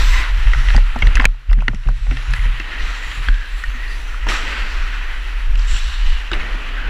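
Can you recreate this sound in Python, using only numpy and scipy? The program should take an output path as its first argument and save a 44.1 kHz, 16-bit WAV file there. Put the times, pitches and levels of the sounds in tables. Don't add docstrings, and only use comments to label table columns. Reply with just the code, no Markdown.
import sys
import numpy as np
from scipy import signal
from scipy.fft import next_fast_len
from scipy.io import wavfile
from scipy.ndimage import uniform_filter1d, map_coordinates

SR = 44100
rng = np.random.default_rng(int(sys.argv[2]) if len(sys.argv) > 2 else 0)


def rack_gain(trim_db):
    fader = np.asarray(trim_db, float)
    return 10 ** (fader / 20)


def put_to_file(sound):
    columns = np.atleast_2d(sound).T
    safe = np.clip(columns, -1, 1)
    whole_steps = np.round(safe * 32767)
    wavfile.write(sys.argv[1], SR, whole_steps.astype(np.int16))


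N = 304147

# (time [s], scrape level [dB], bite over scrape [dB], hall boom over scrape [dB])
SKATING = [(0, -25.5, -5, -37), (.2, -26, -6.5, -13), (.3, -30, -13, -18.5), (.74, -30.5, -10.5, -15),
           (.81, -34, -12.5, -19), (1.25, -31.5, -16, -12), (1.275, -50.5, -10.5, -10), (1.9, -43, -8, -19),
           (2.1, -42, -5.5, -15), (2.19, -35, -9, -13), (2.5, -31, -17, -24), (2.7, -32.5, -14, -9.5),
           (3.27, -31, -13, -17), (3.31, -37, -11, -17), (3.95, -34.5, -11, -11.5),
           (5.42, -37.5, -9.5, -11), (6.27, -33.5, -13, -15.5), (6.9, -33, -19, -8)]
# (pitch [Hz], width [Hz], level [dB])
HOUSING_MODES = [(1000, 375, -11), (1450, 635, -1), (1900, 400, -1.5), (2584, 700, -2), (3057, 380, -10)]
# (pitch [Hz], width [Hz], level [dB])
BITE_MODES = [(3680, 1100, 5.5), (5630, 840, -3), (7300, 260, -19), (7470, 830, -8)]
# (pitch [Hz], width [Hz], level [dB])
SPRAY_MODES = [(8500, 4500, -1), (9600, 1200, -2), (12100, 3600, -9)]
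# (pitch [Hz], width [Hz], level [dB])
BOARD_MODES = [(229, 175, 0), (405, 410, 0.5), (666, 1280, 1.5)]
# (time [s], scrape [dB], bite [dB], spray [dB])
EDGE_DIGS = [(.05, -32, -37, -52), (.11, -28, -51, -61), (.5, -46, -40.5, -57), (.57, -48, -52, -50),
             (.66, -45, -58, -76), (1.02, -42, -50, -64), (2.3, -50, -48, -56), (2.7, -30, -58, -70),
             (2.8, -46, -39.5, -71), (2.94, -54, -49, -59), (3.55, -60, -55, -60), (3.76, -64, -51, -68),
             (3.88, -53, -44, -55), (4.66, -50, -40.5, -58), (5.57, -35.5, -39.5, -68),
             (5.67, -33, -33.5, -58), (5.73, -34, -33, -68), (5.86, -36, -49, -75), (6.04, -55, -41.5, -74)]
# (time [s], scrape [dB], bite [dB], spray [dB], boom [dB])
BOARD_SHOTS = [
    (0, -34, -47, -62, -33),
    (4.266, -25.5, -49, -65, -28),
    (4.284, -16.5, -26.5, -42, -28),
    (4.335, -29, -42, -58, -50),
    (6.314, -25, -50, -66, -30),
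    (6.33, -25.5, -45, -62, -30.5),
    (6.88, -43, -66, -75, -35),
]
SLAP_T60_SHARES = (0.42, 1.8, 1.3, 0.6)
HALL_T60_SHARES = (1.31, 0.53, 0.083, 0.75)
# (start [s], end [s], pitch
# [Hz], level over scrape [dB])
BLADE_BANDS = [(0.085, 0.26, 1986, 0.5), (0.53, 0.726, 1940, -1.5), (.70, .78, 9900, -30),
               (2.303, 2.52, 2030, -9), (2.64, 3.154, 1900, -2), (2.95, 3.222, 7100, -18),
               (3.298, 3.484, 1610, 3), (3.706, 4.005, 1890, 1), (4.054, 4.2, 1450, -6),
               (4.2, 4.27, 1900, 1), (4.275, 4.41, 1280, -8), (4.335, 4.95, 1900, -13),
               (4.717, 5.2, 1500, -5), (4.903, 5.36, 1960, -5.5), (0, 0.303, 1000, -7.5),
               (.03, 0.213, 6100, -14), (0.985, 1.085, 5950, -13), (5.671, 5.8, 7400, -5),
               (5.673, 6.303, 2900, -4), (5.596, 6.234, 1646, -9.5), (5.8, 6.3, 5830, -25),
               (6.74, 6.918, 1555, -1),
               (.46, .5, 10500, -26), (0, .22, 5000, -14), (0, .22, 7500, -16), (1.86, 2.2, 7800, -20),
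                 (2.33, 2.46, 11400, -30), (5.8, 6.1, 7700, -24), (2.2, 2.295, 6800, -19),
                 (2.33, 2.46, 9900, -23), (2.34, 2.46, 6960, -22), (2.82, 2.95, 7300, -28),
                 (3.05, 3.16, 8600, -28), (3.5, 3.68, 7700, -20), (3.68, 3.78, 6300, -17),
                 (3.838, 4.03, 9600, -23), (3.88, 3.976, 4630, -9), (3.86, 4.2, 6100, -18),
                 (4.45, 4.803, 4600, -16), (5.68, 5.8, 10300, -28), (4.493, 4.72, 1535, -8),
                 (4.5, 4.7, 2100, -9)]

# (time [s], peak [dB], ring pitch [Hz], ring time [s])
STICK_TAPS = [(0.469, -15, 1720, 0.053), (0.534, -4.5, 1900, 0.022), (0.547, -13.5, 1370, 0.02),
              (0.686, -9, 2020, 0.019), (0.703, -7.5, 1840, 0.018), (1.022, -3.5, 2120, 0.035),
              (1.169, -9.5, 1900, 0.017), (1.178, -10, 1900, 0.016), (1.198, -1.5, 1900, 0.018),
              (1.2015, -8.5, 1090, 0.023), (1.215, -18, 2000, 0.024), (1.2435, -3.5, 1360, 0.0072),
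              (1.495, -26, 2040, 0.036), (1.588, -23, 1450, 0.018), (1.681, -1.5, 1950, 0.016),
              (6.3315, -12, 3850, 0.019), (6.332, -9, 2560, 0.019), (6.339, -14, 1670, 0.016),
              (6.404, -19, 2600, 0.026), (6.411, -19, 2080, 0.028), (1.835, -31, 2700, 0.02),
              (2.4546, -16.5, 1920, 0.027), (3.115, -16, 2160, 0.021), (5.763, -14, 2780, 0.019)]
# (time [s], peak [dB], ring pitch [Hz], crack [dB])
GEAR_SNAPS = [(0.764, -10.5, 1670, -10.5), (0.989, -26, 2060, -7), (1.07, -10, 1850, -16),
              (1.1542, -7.5, 2500, -11.5), (1.158, -21, 2520, -4), (1.21, -15, 1860, -21),
              (1.2533, 3, 2450, -17), (1.514, -21.5, 1160, -26), (1.53, -15.5, 1800, -15),
              (1.747, -25, 2070, -8), (1.874, -28.5, 1380, -12), (2.17, -14.5, 2030, -19),
              (2.336, -12, 1900, -9), (2.599, -14.5, 1780, -15), (3.343, -21.5, 3300, -16),
              (4.144, -22, 1250, -27), (4.287, -11, 2800, -19), (4.299, -16, 1320, -12),
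              (5.555, -20.5, 2640, -11.5), (.375, -34, 2500, 0), (.518, -20, 2600, -16),
              (5.595, -21, 1690, -9), (5.618, -38, 2000, -12), (4.985, -26, 2000, -12)]
# (time [s], peak [dB], ring pitch [Hz], body [dB])
PADDED_KNOCKS = [(0.747, -25, 1740, -0.5), (0.777, -17, 1780, -10.5), (0.96, -23, 1310, -1.5),
                 (1.22, -17.5, 1350, -12), (1.605, -22.5, 2640, -29), (1.621, -24.5, 1300, -12),
                 (1.733, -36, 1450, -2), (1.887, -20, 1450, -14.5), (2.067, -31, 2040, -9),
                 (2.11, -15.5, 2180, -24), (2.122, -22.5, 2100, -16), (3.285, -15.5, 1450, -18.5),
                 (3.6375, -16, 1510, -44), (4.267, -16, 1340, -13), (6.315, -10.5, 1450, -27)]
# (time [s], peak [dB], ring pitch [Hz], ring time [s])
SHELL_THUDS = [(0.752, -18, 245, 0.046), (0.957, -21.5, 259, 0.13), (1.024, -22, 175, 0.028),
               (1.193, -18.5, 245, 0.029), (1.25, -21.5, 163, 0.063), (1.491, -54, 194, 0.07),
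               (1.577, -24.5, 185, 0.14), (1.681, -18, 165, 0.05), (1.738, -20, 169, 0.056),
               (1.857, -43, 172, 0.07), (1.885, -27, 168, 0.043), (2.071, -45, 211, 0.07),
               (2.113, -23, 263, 0.093), (2.468, -36.5, 228, 0.082), (2.597, -27, 270, 0.017),
               (3.283, -27.5, 262, 0.036), (3.742, -34.5, 243, 0.17), (6.316, -25, 340, 0.07),
               (6.362, -30, 393, 0.088), (6.547, -28, 240, 0.099)]
# (time [s], peak [dB], ring pitch [Hz],
# ring time [s])
SMALL_PINGS = [(1.1542, -22, 6180, 0.0073), (1.159, -19, 2560, 0.01), (1.1655, -22, 2600, .012),
               (1.171, -7.5, 1660, 0.0068), (1.1715, -20, 2680, 0.011), (1.1815, -26, 1810, .012),
               (1.1985, -7, 1540, 0.011), (1.211, -22, 2700, .012), (1.2115, -30, 4900, 0.022),
               (1.2225, -28, 2650, .012), (1.235, -24, 1520, 0.011), (1.2535, 0, 1750, 0.013),
               (1.2538, 0, 2320, 0.0082), (1.254, -24, 3900, 0.016), (1.2537, -15, 6920, 0.0076),
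               (1.26, -26, 2220, .015), (1.501, -31, 2500, .012), (1.51, -31, 2800, .012),
               (1.5095, -34, 4960, .005), (1.527, -39, 5350, 0.0072), (1.528, -41, 2880, .015),
               (1.533, -37, 4230, 0.026), (1.607, -50, 6000, 0.028), (1.682, -14, 1410, 0.023),
               (1.682, -22, 4400, 0.013), (1.6825, -31, 6029, .008), (1.694, -29, 1480, 0.018),
               (1.756, -40, 5500, .008), (1.759, -40, 2900, .015), (2.308, -41, 5500, .02),
               (2.308, -37, 6900, .02), (2.3365, -14, 1700, 0.036), (2.337, -18.5, 2580, 0.027),
               (2.338, -28, 4160, .015), (2.362, -36, 7800, 0.018), (2.363, -20, 1980, 0.029),
               (2.374, -20, 1900, .02), (2.394, -20, 2100, .02), (2.601, -19, 2690, 0.048),
               (3.2853, -7.5, 1610, .02), (3.2855, -17, 3280, 0.023), (3.287, -25, 4400, .018),
               (3.638, -14.5, 1854, 0.07), (4.287, -23, 5540, .02), (4.318, -13, 1250, 0.022),
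               (4.34, -18, 1760, 0.036), (6.3155, -28, 2900, .02), (6.316, -23, 3752, 0.028),
               (6.316, -33, 4900, .02), (6.3165, -37, 7300, .015),
               (.686, -32, 5500, .008), (.699, -27, 4300, .01), (.764, -22, 4720, 0.018),
               (0.766, -34, 7800, .012), (0.778, -17, 1500, 0.007), (.989, -35, 7400, .008),
               (1.071, -21, 4100, .012), (1.1543, -31, 9700, .004), (1.2538, -25, 10240, .004),
               (1.2538, -31, 13000, .004), (1.289, -33, 1350, .012), (1.346, -40, 895, .012),
               (1.53, -41, 7800, .006), (1.622, -25, 1000, .01), (1.681, -38, 9000, .004),
               (1.747, -41, 7200, .008), (1.8605, -33, 2120, .015), (1.874, -28, 2650, .012),
               (1.8868, -22, 1000, 0.011), (2.336, -35, 9500, .006), (2.796, -32, 4200, .012),
               (2.822, -32, 3920, .012), (3.194, -32, 3890, .012), (3.458, -36, 3780, 0.013),
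               (3.88, -31, 4200, .015), (4.298, -32, 7900, .015), (4.298, -35, 10200, .012),
               (5.577, -26, 2720, .012), (5.578, -39, 7400, .01), (5.589, -28, 3200, .01),
               (5.592, -32, 5200, .01), (5.62, -32, 4500, .012), (5.682, -27, 2890, .015),
               (5.743, -22, 2700, .01), (5.743, -24, 1700, .01), (6.339, -37, 8800, .015),
               (6.323, -24, 1500, .015), (6.3355, -22, 1100, .015), (6.345, -20, 2300, .012),
               (6.352, -26, 1500, .015), (5.555, -23, 2830, .012), (4.144, -32, 1300, .03),
               (6.411, -44, 6800, .012), (.99, -40, 11500, .004), (1.159, -38, 11000, .004),
               (1.529, -44, 10500, .004), (1.682, -14, 2900, .012)]

# (time [s], wobble level [dB])
OWN_WIND = [(0, -5.5), (.21, -7.5), (.26, -22), (.31, -9.5), (.72, -11), (.9, -17), (1.28, -9), (1.38, -56),
            (1.5, -21), (2.58, -24), (3.5, -26.5), (3.7, -20), (5.35, -19), (5.5, -12), (5.9, -17),
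            (6.27, -22.5), (6.38, -28.5), (6.9, -17)]
# (start [s], length [s], wobble level [dB])
HEAD_GUSTS = [(2.76, 0.19, -13.5), (3.037, 0.089, -18), (3.498, 0.1, -17), (3.667, 0.052, -11.5),
              (4.585, 0.063, -16), (4.702, 0.2, -14.5), (5.439, 0.17, -18), (5.693, 0.079, -7),
              (5.82, 0.13, -12.5), (5.971, 0.24, -7.5), (6.332, 0.14, -14.5), (6.465, 0.12, -15)]
# (time [s], wobble [dB], mount [dB], strap [dB])
HEAD_JOLTS = [(0.379, -11.5, -41, -44), (0.455, -5, -39, -39), (0.558, -11.5, -44, -25.5),
              (0.672, -5, -38, -51), (0.741, -2, -15.5, -29), (0.957, -20, -18, -40),
              (1.021, -4.5, -12, -37), (1.058, -5, -17, -45), (1.15, -7.5, -17, -41),
              (1.188, -12, -29, -23), (1.245, -12.5, -27, -36), (1.488, -4.5, -26, -24.5),
              (1.57, -16, -23, -24), (1.678, -25, -22, -32), (1.746, -15.5, -44, -50),
              (1.855, -10, -21, -23), (2.01, -18, -45, -40), (2.075, -11.5, -25.5, -28),
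              (2.118, -11.5, -33, -34), (2.279, -9, -28.5, -29), (2.384, -9.5, -39, -40),
              (2.448, -10.5, -24, -30.5), (3.061, -31, -36, -38), (3.171, -19.5, -30, -30.5),
              (3.275, -6, -33, -29), (4.221, -16, -44, -46), (4.27, -33, -44, -44), (5.487, -10, -40, -45),
              (5.332, -21, -53, -58), (5.57, -21, -35, -58), (5.706, -15, -22.5, -48),
              (6.308, -19.5, -53, -36), (6.701, -27, -43, -53), (6.851, -19.5, -28, -46)]
# (pitch [Hz], width [Hz], level [dB])
SWING_MODES = [(23.4, 28, -4.5), (35.56, 14.3, -2)]
# (pitch [Hz], width [Hz], level [dB])
MOUNT_MODES = [(72.8, 28, 12), (85, 73, -13), (160, 17, -8)]

# (time [s], level [dB])
WHINE_LEVEL = [
    (0, -69),
    (1.3, -76),
    (1.4, -91),
    (2.0, -86.5),
    (2.6, -75),
    (3.25, -66),
    (3.33, -78),
    (3.45, -69),
    (6.9, -74),
]


def blades():
    level_db, edge_db, boom_db = curves(SKATING)
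    bite_db = level_db + edge_db
    spray_under_bite_db = -15.5
    steady = rack_gain([level_db, bite_db, bite_db + spray_under_bite_db, level_db + boom_db])

    dig_rise_s, dig_t60_s = .028, 1.25
    jolt_boom_db = -15.5
    digs = swells(EDGE_DIGS, dig_rise_s, *[dig_t60_s] * 3)
    digs = digs + [rack_gain(jolt_boom_db) ** 2 * jolts()[1]]

    shot_rise_s, slap_t60_s, hall_t60_s, hall_db = 0.0061, 0.24, 3.45, -8.5
    slap = np.array(swells(BOARD_SHOTS, shot_rise_s, *slap_t60_s * np.array(SLAP_T60_SHARES)))
    hall = np.array(swells(BOARD_SHOTS, shot_rise_s, *hall_t60_s * np.array(HALL_T60_SHARES)))
    gain = np.sqrt(np.abs(steady ** 2 + digs + slap + rack_gain(hall_db) ** 2 * hall))

    ice = chips(700., 1.0)
    chatter_db = 0.79 * walk(40)
    scrape = gain[0] * (ringing(ice, HOUSING_MODES, 0.86, 14, wet=2.1) + singing())
    bite = gain[1] * ringing(ice, BITE_MODES, 1.8, 6, wet=1.5)
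    spray = gain[2] * ringing(ice, SPRAY_MODES, 2.4, 7, wet=1.9)
    boom = gain[3] * ringing(0, BOARD_MODES, 0.97, 15, wet=1)

    stroke_end_s, stroke_db = .22, -50
    lift = 1 / (1 + np.exp((np.arange(N) / SR - stroke_end_s) / .012))
    stroke = rack_gain(stroke_db) * lift * ringing(ice, [(13200, 3500, 0)], 1.4, 10, wet=1.6)
    return rack_gain(chatter_db) * (scrape + bite + spray) + boom + stroke


def chips(per_s, spread_db):
    torn = rng.random(N) < per_s / SR
    size = torn * rack_gain(spread_db * np.minimum(rng.exponential(size=N), 4.5))
    smear = rng.standard_normal(256) * np.exp(-np.arange(256) / (0.0005 * SR))
    return unit(signal.fftconvolve(size, smear)[:N])


def singing():
    out, t, rub = np.zeros(N), np.arange(N) / SR, rng.standard_normal(N)
    width_share = 0.086
    for start, end, hz, db in BLADE_BANDS:
        span = slice(max(int(start * SR), 0), int(end * SR))
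        held = np.abs(np.sin(np.pi * (t[span] - start) / (end - start))) ** 0.23
        out[span] += rack_gain(db - 2.5) * held * unit(steep(rub[span], hz, width_share * hz))
    wander_s, wander_per_s = 0.001104, 6.
    k = int(SR / wander_per_s)
    sway = unit(uniform_filter1d(uniform_filter1d(rub, k), k))
    return map_coordinates(out, [(t + wander_s * sway) * SR], mode="mirror")


def clicks():
    hits = blows(STICK_TAPS, tap) + blows(GEAR_SNAPS, snap) + blows(PADDED_KNOCKS, knock)
    return hits + blows(SHELL_THUDS, thud) + blows(SMALL_PINGS, ping)


def tap(noise, t, hz, t60):
    return click(noise, t, hz, crack_db=-27.5, body_db=-29, t60=t60)


def snap(noise, t, hz, crack_db):
    return click(noise, t, hz, crack_db, body_db=-28.5, t60=0.019)


def knock(noise, t, hz, body_db):
    return click(noise, t, hz, crack_db=-19.5, body_db=body_db, t60=0.029)


def click(noise, t, hz, crack_db, body_db, t60):
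    fade = np.log(1000) / max(t60, .004)
    decay = np.exp(-fade * t) + 0.016 * np.exp(-.25 * fade * t)
    rattle = noise * decay * np.minimum(t / 0.00068, 1)
    rattle = rattle + 4.15 * (t == t[3])
    shell = sum(rack_gain(db) * steep(rattle, f, 0.59 * w) for f, w, db in HOUSING_MODES)
    muffle = signal.butter(3, 1.97 * hz, fs=SR, output="sos")
    own_ring = steep(rattle, hz, np.clip(12.0 / t60, 180., 900.))
    ring = signal.sosfilt(muffle, own_ring + 0.62 * shell)

    burst = noise * np.exp(-1.6 * fade * t)
    wall = signal.butter(2, 7500, fs=SR)
    crack = signal.lfilter(*wall, steep(burst, 4800.0, 2500.0) + 1.4 * steep(burst, 4700.0, 4300.0))
    body = steep(noise * np.exp(-.7 * fade * t), 770.0, 600.0)
    return peak(ring, -2.46) + peak(crack, crack_db + 3.0) + peak(body, body_db + 11.0)


def thud(noise, t, hz, t60):
    push = noise * np.exp(-t / 0.0076)
    return peak(band(steep(push, hz, 213.0), hz, 3.1 / max(t60, .02)), -0.56)


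def ping(noise, t, hz, t60):
    rise_s, roughness = 0.00027, 0.67
    push = (1 + roughness * noise) * np.cos(2 * np.pi * hz * t) * t * np.exp(-t / rise_s)
    return peak(band(push, hz, 3.5 / max(t60, .004)), 0)


def rocking():
    t = np.arange(N) / SR
    wind = rack_gain(curves(OWN_WIND)[0]) ** 2
    for start, length, db in HEAD_GUSTS:
        wind = wind + (rack_gain(db) * np.sin(np.pi * np.clip((t - start) / length, 0, 1))) ** 2
    wind_share = rack_gain([[0], [-30], [-39.5]])
    jolt_share = rack_gain([[-7], [0], [0]])
    power = wind * wind_share ** 2 + jolts() * jolt_share ** 2
    level, buffet, shake = np.sqrt(np.abs(power))

    swing = ringing(0, SWING_MODES, 0, 3, wet=1)
    reach = uniform_filter1d(np.abs(signal.hilbert(swing, next_fast_len(N))[:N]), 900)
    even_swing = unit(swing / (reach + 0.052) ** 0.97)
    inertia = signal.butter(4, 50., fs=SR, output="sos")
    wobble = signal.sosfiltfilt(inertia, level * even_swing)
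    strap = ringing(0, [(116.5, 20, 0)], 2.8, 3.34, wet=1)
    travel = 1.0
    stopped = travel * np.tanh((wobble + kicks()) / travel)
    return stopped + buffet * ringing(0, MOUNT_MODES, 3.3, 12, wet=1) + shake * strap


def kicks():
    swing_hz, swing_width_hz, kick_db = 35, 6.4, 2.5
    s, db = np.transpose(HEAD_JOLTS)[:2]
    push, one_tick = np.zeros(N), np.arange(SR) == 0
    push[(s * SR).astype(int)] = rack_gain(db) * rng.choice([-1, 1], len(s))
    padding = signal.butter(3, 69.4, fs=SR, output="sos")

    def ring(x):
        soft = signal.sosfilt(padding, x)
        return band(band(soft, swing_hz, swing_width_hz), swing_hz, 41.0)

    return rack_gain(kick_db) * ring(push) / np.abs(ring(one_tick)).max()


def jolts():
    rise_s, wobble_t60_s, mount_t60_s, strap_t60_s = 0.015, 0.43, 0.13, 0.39
    return np.array(swells(HEAD_JOLTS, rise_s, wobble_t60_s, mount_t60_s, strap_t60_s))


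def electronics():
    whine_hz = 15081 + 4. * walk(3)
    whine = np.sqrt(2) * np.sin(2 * np.pi * np.cumsum(whine_hz) / SR)
    hiss_over_whine_db = 13 + 2.1 * walk(13)
    hiss = rack_gain(hiss_over_whine_db) * steep(rng.standard_normal(N), 16200.0, 6000.)
    level_db = curves(WHINE_LEVEL)[0]
    return rack_gain(level_db) * whine + rack_gain(np.maximum(level_db, -80)) * hiss


def ringing(dry, modes, flicker_db, rate, wet):
    out = 0
    for hz, width, db in modes:
        flicker = rack_gain(db + flicker_db * walk(rate))
        blurred = dry + wet * rng.standard_normal(N)
        out = out + flicker * unit(steep(blurred, hz, width))
    return unit(out)


def swells(table, rise_s, *t60_s):
    s, *columns = np.transpose(table)
    power = np.zeros((len(columns), N))
    power[:, np.clip(s * SR, 0, N - 1).astype(int)] = rack_gain(columns) ** 2
    rise = np.exp(-1 / (rise_s * SR))
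    out = []
    for p, t60 in zip(power, t60_s):
        fall = np.exp(-2 * np.log(1000) / (t60 * SR))
        out.append(signal.lfilter([1 - rise], np.convolve([1, -rise], [1, -fall]), p))
    return out


def blows(table, voice):
    size = 6144
    out, t = np.zeros(N + size), np.arange(size) / SR
    for (s, peak_db, *shape), noise in zip(table, rng.standard_normal((len(table), size))):
        i = int(s * SR)
        out[i:i + size] += rack_gain(peak_db) * voice(noise, t, *shape)
    return out[:N]


def curves(table):
    s, *columns = np.transpose(table)
    return [np.interp(np.arange(N) / SR, s, c) for c in columns]


def walk(rate):
    k = int(SR / rate)
    held = np.repeat(rng.standard_normal(N // k + 1), k)
    return unit(uniform_filter1d(uniform_filter1d(held, k), k)[:N])


def band(x, hz, width):
    return signal.lfilter(*signal.iirpeak(hz, hz / width, fs=SR), x)


def steep(x, hz, width):
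    return band(band(x, hz, 1.3 * width), hz, 1.3 * width)


def unit(x):
    return x / np.sqrt(np.mean(x ** 2))


def peak(x, db):
    return rack_gain(db) * x / np.abs(x).max()


def scene():
    return (blades() + rocking() + clicks() + electronics())[None]


def band_limit(x):
    return signal.sosfilt(signal.butter(12, 16530, fs=SR, output="sos"), x)


def record(dry):
    cut = signal.ellip(14, .3, 58, 15230, fs=SR, output="sos")
    mix = np.clip(signal.sosfilt(cut, dry), -.99, .99)
    return band_limit(mix)


dry = scene()
out = record(dry)
put_to_file(out)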